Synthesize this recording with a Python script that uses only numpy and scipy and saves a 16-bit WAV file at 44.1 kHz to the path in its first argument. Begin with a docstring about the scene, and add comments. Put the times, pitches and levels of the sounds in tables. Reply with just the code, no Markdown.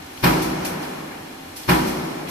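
"""Large factory hall, two microphones close to a power press stamping sheet metal: two strokes 1.45 s apart,
over the dying echo of an earlier one. Each is a quick run of coloured noise bursts for the die, with sines
for the booming, ringing frame, a bright sizzle and a long hall echo of decaying noise.
The strip feeder adds puffs, clunks, clicks and sliding hiss, all shaped noise; farther off, steady
shop noise and a faint sine hum. The recorder's gain control ducks after the bangs."""
import sys
import numpy as np
from scipy import signal
from scipy.fft import rfft, irfft
from scipy.io import wavfile

SR = 44100
rng = np.random.default_rng(int(sys.argv[2]) if len(sys.argv) > 2 else 0)


def generate_wav(signal):
    """Clip the signal to [-1, 1] and save it as 16-bit WAV at the path in sys.argv[1]."""
    frames = np.transpose(np.atleast_2d(signal))
    scaled = np.clip(frames, -1, 1) * 32767
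    pcm = np.round(scaled).astype(np.int16)
    wavfile.write(sys.argv[1], SR, pcm)


N = 101430

# press strokes, the first before the start: t/s, level/dB, treble/dB, hall level/dB, sizzle rise/s, bass/dB
STROKES = [(-1, -1.5, 0, -3.5, .01, -1), (.237, 0, 3, 1.37, 0.0078, -0.5), (1.688, 0.5, 0, 0, 0.011, -2)]
# blows in a stroke (stripper lands, punch meets sheet, bites, snaps through, ram bottoms):
# t from the stroke/s, level/dB, rise/s, bass/dB, treble/dB
BLOWS = [(-.012, -11.5, .008, 10.5, 7), (-.001, 0.5, .002, 1, -2), (.003, -0.5, .002, -10, 2),
         (0.024, -.5, .003, 0.5, -3), (.035, -1, 0.0039, -1, -3)]
# left-right likeness of the hall sound: f/Hz, correlation (-1 to 1)
HALL_LIKENESS = [(60, 1), (200, 1), (380, 0.48), (690, -0.44), (1300, 0.21), (2400, -0.19), (5000, 0.0074)]
# left-right balance of the hall sound: f/Hz, left over right/dB
HALL_BALANCE = [(200, 0), (600, -1), (1000, 0), (2000, 3), (4000, 0), (8000, 0), (13000, -2.5)]


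def amp(db):
    """Decibels to gain."""
    return 10 ** (np.asarray(db) / 20)


def read(points, hz):
    """Reads a table along log frequency."""
    f, value = np.transpose(points)
    return np.interp(np.log(hz + 1), np.log(f), value)  # + 1 keeps 0 Hz finite


def pan(db):
    """Left and right gains for a level difference, left over right."""
    left_db = np.atleast_1d(db) / 2
    return amp(np.array([left_db, -left_db]))


def add(mix, s, sound):
    """Mixes a sound in at a time, which may be negative."""
    at = round(s * SR)
    sound, part = sound[:, max(-at, 0):], mix[:, max(at, 0):]
    n = min(sound.shape[1], part.shape[1])
    part[:, :n] += sound[:, :n]


def envelope(rise_s, t60_s):
    """A straight rise, then an exponential decay by 60 dB per t60."""
    t = np.arange(N) / SR
    rise = np.minimum(t / rise_s, 1)
    return rise * amp(-60 * np.maximum(t - rise_s, 0) / t60_s)


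def noise(spectrum, likeness=None, balance=None):
    """Stereo noise of unit RMS with a colour, a left-right likeness and a balance."""
    hz = np.fft.rfftfreq(N, 1 / SR)
    a, b = np.exp(2j * np.pi * rng.random((2, len(hz))))
    c = np.clip(read(likeness, hz), -1, 1) if likeness else 0
    mid, side = a * np.sqrt(1 + c), b * np.sqrt(1 - c)
    side_gains = pan(read(balance, hz) if balance else 0)
    x = irfft(np.array([mid + side, mid - side]) * amp(read(spectrum, hz)) * side_gains, N)
    return x / np.sqrt(np.mean(x ** 2))


def dying(x, t60s, size=512):
    """Lets every frequency die away at its own speed."""
    hz, t, z = signal.stft(x, SR, nperseg=size)
    decay = amp(-60 * t / read(t60s, hz)[:, None])
    return signal.istft(z * decay, SR, nperseg=size)[1][:, :N]


def toned(x, bass_db, treble_db):
    """Lifts or lowers bass and treble around the middle."""
    bass_hz, middle_hz, treble_hz = 200, 1100, 3480
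    hz = np.fft.rfftfreq(2 * N, 1 / SR)
    db = read([(bass_hz, bass_db), (middle_hz, 0), (treble_hz, treble_db)], hz)
    return irfft(rfft(x, 2 * N) * amp(db))[:, :N]


def press():
    """Every stroke repeats the same crash and ring, with its own tone, sizzle and hall echo."""
    out, die = np.zeros((2, N)), crash()
    lead_in_s = -BLOWS[0][0]  # the first blow lands this long before the stroke time
    add(die, lead_in_s, frame())
    for s, db, treble_db, hall_db, sizzle_rise_s, bass_db in STROKES:
        add(out, s - lead_in_s, amp(db) * toned(die, bass_db, treble_db))
        add(out, s, amp(db) * sizzle(sizzle_rise_s))
        add(out, s, amp(hall_db) * hall_echo())
    return out


def crash():
    """The blows of one stroke, each setting off dense, short ringing in die and sheet."""
    # colour of the die: f/Hz, level per Hz/dB
    crash_colour = [(25, -38), (50, -17), (100, 11), (170, 4), (250, -6), (330, 12), (450, -9), (650, -2),
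                    (1000, 6), (1500, -1.5), (2200, -3.5), (3200, -9.5), (5500, -12), (7000, -40),
                    (15000, -14)]
    # ringing time: f/Hz, t60/s
    crash_t60 = [(60, 0.13), (300, 0.49), (900, 0.4), (2000, 0.32), (5000, 0.13), (12000, .4)]
    # stereo likeness: f/Hz, correlation (-1 to 1)
    crash_likeness = [(60, .99), (150, 0.39), (300, 0.55), (600, -0.1), (1000, -0.67), (1500, 0.26),
                      (14000, 0.14)]
    # stereo balance: f/Hz, left over right/dB
    crash_balance = [(150, -1), (330, -3), (600, -8), (950, 4.5), (1500, 1), (4500, 0.5), (8000, 11.5)]
    crash_db = -15
    out = np.zeros((2, N))
    for s, db, rise_s, bass_db, treble_db in BLOWS:
        struck = toned(noise(crash_colour, crash_likeness, crash_balance), bass_db, treble_db)
        ringing = dying(struck, crash_t60)
        add(out, s - BLOWS[0][0], amp(db) * ringing * envelope(rise_s, np.inf))
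    return amp(crash_db) * out


def frame():
    """The frame's modes swell as the load builds and ring on; the low boom comes late, close pairs beat."""
    # modes of frame and die: f/Hz, level/dB, t60/s, left over right/dB, left phase lead/rad,
    # beat rate of a close pair/Hz (applied only above 1)
    modes = [(54.3, -23, 0.41, 0, -0.15, 0.19), (93, -43, 2.1, -7, 1, 0.5),
             (130.5, -18.5, 0.29, -5, -0.2, 0), (154.9, -22, 2.65, 1, 0.006, 4.5),
             (174.6, -13.5, 0.17, 4, 0.28, -0.5), (181.9, -21.5, 1.68, -2, -0.4, 0.5),
             (252, -23.5, 1.96, 2, 0.59, 0), (316.3, -21, 1.84, -2.5, -0.16, -1),
             (369.5, -25, 1.9, 12, 0.99, -1), (393, -30, 1.4, -5, 1, 1.5),
             (495, -21.5, 0.87, -1.5, -2.7, -1), (562, -34.5, 1.8, 2, -0.36, 2),
             (726, -24, .5, -10, -2, -1), (818, -22, 0.32, 1, -0.88, -0.5),
             (973, -25.5, 0.66, -11, -0.35, 0.5), (1319, -31, 0.93, 4, -1.9, -0.5),
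             (1377, -33, 0.79, 6, 1, -0.5), (1582, -32.5, .5, 8, 0.87, -1.5)]
    mode_rise_s = 0.024
    boom_below_hz, boom_rise_s, boom_delay_s = 110, 0.022, 0.016
    t, out = np.arange(N) / SR, np.zeros((2, N))
    for hz, db, t60, side_db, lead, beat in modes:
        delay_s, rise_s = (boom_delay_s, boom_rise_s) if hz < boom_below_hz else (0, mode_rise_s)
        phase = 2 * np.pi * (hz * t + rng.random()) + np.array([[lead], [0]])
        throb = np.sin(np.pi * beat * t) if beat > 1 else 1
        add(out, delay_s, amp(db) * pan(side_db) * envelope(rise_s, t60) * throb * np.sin(phase))
    return out


def sizzle(rise_s):
    """Bright noise that rises with the stroke and decays."""
    # f/Hz, level per Hz/dB
    sizzle_colour = [(1500, 15), (4000, 7.5), (5600, 1.5), (6800, -1), (8500, 3.5), (10000, 1), (12000, 2),
                     (14500, -14.5)]
    sizzle_db, t60_s = -19.5, 0.65
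    return amp(sizzle_db) * noise(sizzle_colour, balance=HALL_BALANCE) * envelope(rise_s, t60_s)


def hall_echo():
    """The hall answers with diffuse noise, each frequency dying at its own speed."""
    # colour of the echo: f/Hz, level per Hz/dB
    hall_colour = [(25, -28), (50, -3.5), (115, -6), (170, -1.5), (220, 1), (330, 1.5), (450, -4.5),
                   (850, -3.5), (1500, -11), (2300, -13), (3300, -17.5), (5500, -18.5), (7000, -26.5),
                   (14000, -29.5)]
    # echo time: f/Hz, t60/s
    hall_t60 = [(55, 1.4), (200, 2.63), (800, 2.81), (2000, 2.36), (5000, 1.88), (12000, 2.35)]
    echo_db, rise_s = -19, 0.042
    echo = dying(noise(hall_colour, HALL_LIKENESS, HALL_BALANCE), hall_t60)
    return amp(echo_db) * echo * envelope(rise_s, np.inf)


def feeder():
    """The strip feeder beside the press: sliding strip, air, feed rolls and small parts."""
    return strip_slide() + air_puffs() + roll_clunks() + part_clicks()


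def strip_slide():
    """Hiss of the sliding strip, swelling up to each stroke time and fading after it."""
    # f/Hz, level per Hz/dB
    slide_colour = [(500, -24), (2000, -2), (5000, 2), (7500, -4.5), (13000, -1.5)]
    slide_db, slide_s = -38.5, 0.083  # time for a fall by a factor e either side
    out, t = np.zeros((2, N)), np.arange(N) / SR
    for s, *_ in STROKES:
        out += amp(slide_db) * noise(slide_colour) * np.exp(-abs(t - s) / slide_s)
    return out


def air_puffs():
    """Short puffs of air: hissing noise with a quick rise and a decay."""
    # t/s, level/dB, rise/s, t60/s, left over right/dB
    puffs = [(.412, -25, .014, 0.31, 2), (.646, -23.5, 0.0048, 0.31, 1), (.805, -39, 0.024, 0.53, 2),
             (1.556, -32, .012, 0.41, 0), (1.845, -29, 0.034, 0.47, 0.5), (2.28, -31.5, 0.015, 0.43, 3)]
    # f/Hz, level per Hz/dB
    puff_colour = [(800, -30), (2000, -2), (3500, 1.5), (5600, 4), (7000, -2.5), (8700, 0.5), (11000, 2),
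                   (13500, 2), (15000, 3.5)]
    out = np.zeros((2, N))
    for s, db, rise_s, t60, side_db in puffs:
        hiss = noise(puff_colour, balance=HALL_BALANCE)
        add(out, s, amp(db) * pan(side_db) * hiss * envelope(rise_s, t60))
    return out


def roll_clunks():
    """Dull clunks of the feed rolls, noise with a long hall-like tail."""
    # t/s, level/dB
    clunks = [(.62, -31), (.79, -34.5)]
    # f/Hz, level per Hz/dB
    clunk_colour = [(60, -29), (150, 1), (330, -0.5), (700, -1), (1500, -5), (2400, -9.5), (4000, -17),
                    (8000, -26.5)]
    rise_s, t60_s = 0.013, 1.8
    out = np.zeros((2, N))
    for s, db in clunks:
        clunk = noise(clunk_colour, HALL_LIKENESS, HALL_BALANCE)
        add(out, s, amp(db) * clunk * envelope(rise_s, t60_s))
    return out


def part_clicks():
    """Clicks of feed parts and strip: a band of noise with a sharp rise and its own decay."""
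    # t/s, level/dB, centre f/Hz, t60/s, left over right/dB
    clicks = [(.02, -48.5, 4300, .12, -3), (.06, -48, 4000, .1, 0), (0.175, -35.5, 2680, 0.034, 8.5),
              (0.645, -41, 5600, 0.12, 5), (0.652, -38.5, 1890, 0.79, 6), (0.829, -39, 3320, .18, 3),
              (1.11, -40, 1500, 0.31, 4), (1.632, -41, 3800, 0.098, 1), (2.047, -38, 13000, .04, 3),
              (2.272, -36.5, 2570, 0.4, -3)]
    step_octaves, rise_s = 0.54, 0.0018
    out = np.zeros((2, N))
    for s, db, hz, t60, side_db in clicks:
        # bell-shaped band: 5 dB down one step from the centre, 20 dB at two
        band = [(hz * 2 ** (k * step_octaves), -5 * k * k) for k in range(-4, 5)]
        add(out, s, amp(db) * pan(side_db) * noise(band) * envelope(rise_s, t60))
    return out


def shop():
    """Distant machines as steady noise, and a faint motor hum of sines."""
    # machine noise: f/Hz, level per Hz/dB
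    shop_colour = [(25, -10), (50, -10.5), (85, 0.5), (120, -1.5), (160, -9.5), (300, 4), (480, -5),
                   (800, -1.5), (1300, -6.5), (2200, -8), (4000, -12), (7000, -19), (10000, -19.5),
                   (14000, -19.5)]
    # motor hum: f/Hz, level/dB
    hum_tones = [(84, -65.5), (265, -48), (775, -54.5)]
    shop_db = -39
    t = np.arange(N) / SR
    hum = sum(amp(db) * np.sin(2 * np.pi * (hz * t + rng.random())) for hz, db in hum_tones)
    return amp(shop_db) * noise(shop_colour, HALL_LIKENESS, HALL_BALANCE) + hum


def panel_ripple(x):
    """Many narrow resonances among the steel panels, a different set for each side."""
    rms_db, width_hz, full_above_hz = 2.5, 65, 1260
    hz, grid = np.fft.rfftfreq(N, 1 / SR), np.arange(1000)
    heights_db = rng.uniform(-1, 1, (2, len(grid))) * np.sqrt(3) * rms_db
    db = np.array([np.interp(hz / width_hz, grid, row) for row in heights_db])
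    gain = amp(db * np.minimum(hz / full_above_hz, 1) ** 2)
    # minimum phase, so the panels ring only after the sound
    log_gain = np.log(np.concatenate([gain, gain[:, -2:0:-1]], axis=1))
    causal = np.exp(np.conj(signal.hilbert(log_gain)))[:, :len(hz)]
    return signal.fftconvolve(x, irfft(causal)[:, :4096], axes=1)[:, :N]


def scene():
    """Press, feeder and shop among the steel panels; two close microphones hear the bass alike."""
    left, right = panel_ripple(press() + feeder() + shop())
    full_width_hz = 170  # the side signal narrows below this
    hz = np.fft.rfftfreq(N, 1 / SR)
    mid = (left + right) / 2
    side = irfft(rfft(left - right) / 2 * np.minimum(hz / full_width_hz, 1), N)
    return np.array([mid + side, mid - side])


def record(dry):
    """Gain control ducks after each bang and recovers; soft overload on the peaks, then the band limit."""
    knee_db, squeeze, sense_s = -22.5, 0.25, 0.046  # squeeze: dB of ducking per dB over the knee
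    sensed_fall_db_per_s, edge_hz = 16, 14150
    r = np.exp(-1 / (sense_s * SR))
    power = signal.lfilter([1 - r], [1, -r], (dry ** 2).mean(0))
    power_db = 10 * np.log10(power + 1e-12)
    # the sensed level jumps up with the sound but falls no faster than a straight line
    fall = np.arange(N) / SR * sensed_fall_db_per_s
    sensed_db = np.maximum.accumulate(power_db + fall) - fall
    ducked = dry * amp(-squeeze * np.maximum(sensed_db - knee_db, 0))
    held = ducked / (1 + ducked ** 6) ** (1 / 6)  # soft ceiling at full scale
    band_limit = signal.firwin(401, edge_hz, window=("kaiser", 9), fs=SR)
    return signal.oaconvolve(held, band_limit[None], "same")


dry = scene()
out = record(dry)
generate_wav(out)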